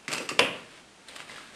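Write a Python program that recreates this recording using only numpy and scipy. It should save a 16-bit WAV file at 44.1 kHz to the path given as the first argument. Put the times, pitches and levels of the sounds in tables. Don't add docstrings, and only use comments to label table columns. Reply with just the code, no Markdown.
import sys
import numpy as np
from scipy import signal
from scipy.fft import rfft, irfft
from scipy.io import wavfile

SR = 44100
rng = np.random.default_rng(int(sys.argv[2]) if len(sys.argv) > 2 else 0)


def unload_wav(signal):
    wavfile.write(
        sys.argv[1],
        SR,
        np.round(np.clip(np.atleast_2d(signal).T, -1, 1) * 32767).astype(np.int16),
    )


N = 68355
T = np.arange(N) / SR


def from_db(db):
    return 10 ** (np.asarray(db) / 20)


def unit(x):
    return x / np.sqrt(np.sum(x ** 2) + 1e-20)


def at_hz(points, hz):
    freqs, values = np.transpose(points)
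    return np.interp(np.log(np.maximum(hz, 1)), np.log(freqs), values)


def through(x, response):
    return signal.fftconvolve(x, response)[:N]


def impulse_response(colour, size=8192):
    gain = from_db(at_hz(colour, np.linspace(0, SR / 2, size // 2 + 1)))
    cepstrum = irfft(np.log(gain))
    cepstrum[1:size // 2] *= 2
    cepstrum[size // 2 + 1:] = 0
    return irfft(np.exp(rfft(cepstrum)))


def decay(t60_s):
    return np.exp(-np.log(1000) * T / max(t60_s, 1e-3))


def delayed(x, start_s):
    return np.concatenate([np.zeros(max(int(start_s * SR), 0)), x])[:N]


def chatter(t60_s):
    return unit(rng.standard_normal(N) * decay(t60_s))


def ring(pitch_hz, level_db, t60_s):
    return from_db(level_db) * np.sin(2 * np.pi * pitch_hz * T) * decay(t60_s)


def reverb(x):
    # freq_hz, t60_s
    room_t60 = [(100, 0.83), (260, 0.58), (700, 0.57), (2500, 0.45), (5000, 0.42), (10000, 0.4)]
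    edges_hz = np.geomspace(40, 16000, 11)
    white = rfft(rng.standard_normal(2 * N))
    hz = np.arange(N + 1) * SR / (2 * N)
    tail = 0
    for low, high in zip(edges_hz, edges_hz[1:]):
        band = irfft(white * ((hz >= low) & (hz < high)))[:N]
        tail += band * decay(at_hz(room_t60, np.sqrt(low * high)))
    return through(x, unit(delayed(tail, .007)))


def in_room(force, colour, room_db):
    direct = through(force, unit(impulse_response(colour)))
    return direct + from_db(room_db) * reverb(direct)


def clicks(contacts, colour, ring_t60_s, room_db):
    direct = 0
    for start_s, level_db, t60_s, tilt, ring_hz, ring_db in contacts:
        tilted = [(hz, db + tilt * np.log2(hz)) for hz, db in colour]
        click = from_db(level_db) * through(chatter(t60_s), unit(impulse_response(tilted)))
        direct += delayed(click + ring(ring_hz, ring_db, ring_t60_s), start_s)
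    return direct + from_db(room_db) * reverb(direct)


def friction(levels, grains_per_s, spread_db, surge_db, slip_s=.004):
    sizes = from_db(spread_db * np.minimum(rng.exponential(1, N), 4)) * rng.choice([-1, 1], N)
    surges = np.interp(T / slip_s, np.arange(N), np.clip(rng.standard_normal(N), -2, 2))
    grains = sizes * from_db(surge_db * surges) * (rng.random(N) < grains_per_s / SR)
    envelope = from_db(np.interp(T, *np.transpose(levels)))
    return unit(grains) * np.sqrt(N) * envelope


def room_tone(level_db=-55):
    # freq_hz, level_db
    colour = [(20, -10), (40, -19), (60, -3.5), (80, -12), (130, -5), (250, 2), (400, -3), (1000, -6),
              (2000, -8), (3200, -9.5), (5000, -13.5), (8000, -15.5), (9800, -18), (11000, -30.5),
              (12500, -33)]
    return from_db(level_db) * through(rng.standard_normal(N), unit(impulse_response(colour)))


def rubbing():
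    # time_s, level_db
    levels = [(0.5, -82), (0.56, -53), (0.6, -51.5), (0.67, -58.5), (0.74, -51), (0.79, -52), (0.85, -71),
              (1.06, -63), (1.095, -47.5), (1.145, -53), (1.163, -42), (1.18, -53), (1.21, -45.5),
              (1.25, -57), (1.288, -51), (1.305, -45.5), (1.385, -48), (1.43, -51), (1.5, -54), (1.55, -49)]
    # freq_hz, level_db
    colour = [(40, -20), (80, -16), (150, -7), (300, -3), (800, -3.5), (1400, -0.5), (2000, -1),
              (3200, -2.5), (4500, -7), (6000, -14.5), (8500, -11), (9800, -17), (11000, -25), (12500, -27)]
    force = friction(levels, grains_per_s=4000, spread_db=2.5, surge_db=2.3)
    return in_room(force, colour, room_db=-6)


def finger_ticks():
    # start_s, level_db, t60_s, tilt_db_per_octave, ring_hz, ring_db
    contacts = [(1.085, -18, 0.066, 3, 4180, -37), (1.163, -18, 0.038, 5.3, 1590, -39),
                (1.196, -25, 0.033, -6.5, 1450, -51), (1.2035, -15.5, 0.0098, -2.5, 1920, -44),
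                (1.297, -21, 0.051, -4.5, 2043, -34), (1.36, -24, 0.04, 1.5, 1710, -36),
                (1.382, -26, 0.035, -4, 1330, -39)]
    # freq_hz, level_db
    colour = [(50, -44), (150, -14), (600, -6), (1600, 4), (2800, 1), (4300, 1), (6200, -16), (8800, -5.5),
              (12000, -25)]
    return clicks(contacts, colour, ring_t60_s=0.027, room_db=-8)


def ski_knocks():
    # start_s, level_db
    blows = [(0.085, -15), (0.128, -16.5), (0.178, -18), (0.203, -8), (0.314, -9.5), (0.366, -26),
             (1.31, -24.5), (1.385, -32)]
    # freq_hz, level_db
    colour = [(40, -47), (90, -23), (135, -1), (190, -4), (270, 1.5), (420, 0), (650, -9.5), (1200, -28),
              (4000, -61)]
    force = sum(delayed(from_db(db) * chatter(t60_s=0.05), start_s) for start_s, db in blows)
    return in_room(force, colour, room_db=-3)


def body_ring():
    # pitch_hz, level_db, t60_s
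    modes = [(278, -33, 0.49), (439, -32, 0.3), (483, -26.5, 0.26), (537.4, -22, 0.19), (666.6, -31, 0.23),
             (718, -39, 0.44), (1051, -36.5, 0.19), (2476, -29, 0.44), (2540, -36, 0.22), (2638, -35, 0.48),
             (2735, -21, 0.19), (2815, -35, .3), (2880, -25, 0.15), (2995, -31, 0.2), (3200, -37.5, 0.35),
             (9400, -41, .09)]
    return sum((-1) ** k * ring(*mode) for k, mode in enumerate(modes))


def heel_scrape(ring_db=-8.5):
    # time_s, level_db
    levels = [(0, -58), (0.03, -63), (0.06, -51), (0.076, -71), (0.088, -46), (0.108, -39), (0.119, -33),
              (0.138, -33.5), (0.145, -34.5), (0.175, -37.5), (0.2, -41.5), (0.228, -40), (0.24, -52),
              (0.265, -47), (0.28, -83), (0.304, -35), (0.325, -44), (0.36, -76), (0.385, -73), (0.41, -86)]
    # freq_hz, level_db
    colour = [(40, -48), (70, -24), (140, -5.5), (500, 5.5), (800, -1), (1500, 0.5), (2800, 0), (3900, -10),
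              (5100, -11), (6300, -12), (8000, -13.5), (9600, -14), (10600, -21.5), (12500, -21)]
    force = friction(levels, grains_per_s=2500, spread_db=3.0, surge_db=2.0)
    ringing = from_db(ring_db) * through(force, unit(body_ring()))
    return in_room(force, colour, room_db=-7) + ringing


def metal_clicks():
    # start_s, level_db, t60_s, tilt_db_per_octave, ring_hz, ring_db
    contacts = [(0.0803, -6.5, 0.056, 0, 2050, -29.5), (0.1175, -10, .04, 3.5, 2880, -36),
                (0.1285, -7.5, 0.034, 7.5, 2730, -31), (0.135, -5.5, 0.027, 3, 4980, -29),
                (0.156, -14.5, 0.011, -1, 2540, -29.5), (0.181, -8, 0.028, 1, 2654, -26.5),
                (0.2902, -5.5, 0.045, 3.5, 2717, -24), (0.2935, -12.5, 0.066, 0, 1177, -25)]
    # freq_hz, level_db
    colour = [(50, -31), (130, -17), (400, -5.5), (700, -10.5), (1200, -1), (2700, 0), (3800, -5.5),
              (4900, -3), (6300, -10), (7800, -7.5), (9600, -16.5), (11000, -28), (12500, -29)]
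    return clicks(contacts, colour, ring_t60_s=0.034, room_db=-6.5)


def clack(chatter_db=-1.5):
    # start_s, level_db
    hits = [(0.3911, -16), (0.39, -17.5), (0.3925, 6.5), (0.3942, 3.5), (0.3951, 5), (0.3963, -1.5),
            (0.4046, -7.5)]
    # freq_hz, level_db
    colour = [(40, -57), (65, -24), (90, -23), (130, -14), (250, -5), (380, -7), (530, 0.5), (800, -8.5),
              (1020, -2), (1300, -8), (1700, -4), (2100, -5.5), (2750, 3), (3400, -3.5), (4000, -14.5),
              (4900, -8.5), (6000, -17.5), (8300, -21), (9400, -21), (11400, -27), (12600, -44)]
    # freq_hz, gain_db
    room_return = [(100, 1), (250, -1), (600, -3), (1500, -4.5), (2800, -3.3), (4800, -13), (7000, -9),
                   (10000, -3.5)]
    pulse = signal.unit_impulse(N)
    force = 0
    for start_s, level_db in hits:
        contact = pulse + from_db(chatter_db) * chatter(t60_s=0.011)
        force += delayed(from_db(level_db) * contact, start_s)
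    body = unit(impulse_response(colour))
    main_s = max(hits, key=lambda hit: hit[1])[0]
    blow = delayed(through(pulse, body), main_s) * np.sqrt(np.sum(force ** 2))
    reflections = through(reverb(blow), impulse_response(room_return))
    return through(force, body) + delayed(body_ring(), main_s) + reflections


def scene():
    small_sounds = rubbing() + metal_clicks() + finger_ticks()
    return (small_sounds + room_tone() + heel_scrape() + ski_knocks() + clack())[None]


def record(dry):
    overload, cutoff_hz = .92, 12700
    rounded = dry / (1 + (dry / overload) ** 6) ** (1 / 6)
    lowpass = signal.ellip(8, .1, 50, cutoff_hz, fs=SR, output="sos")
    return signal.sosfiltfilt(lowpass, rounded)


dry = scene()
out = record(dry)
unload_wav(out)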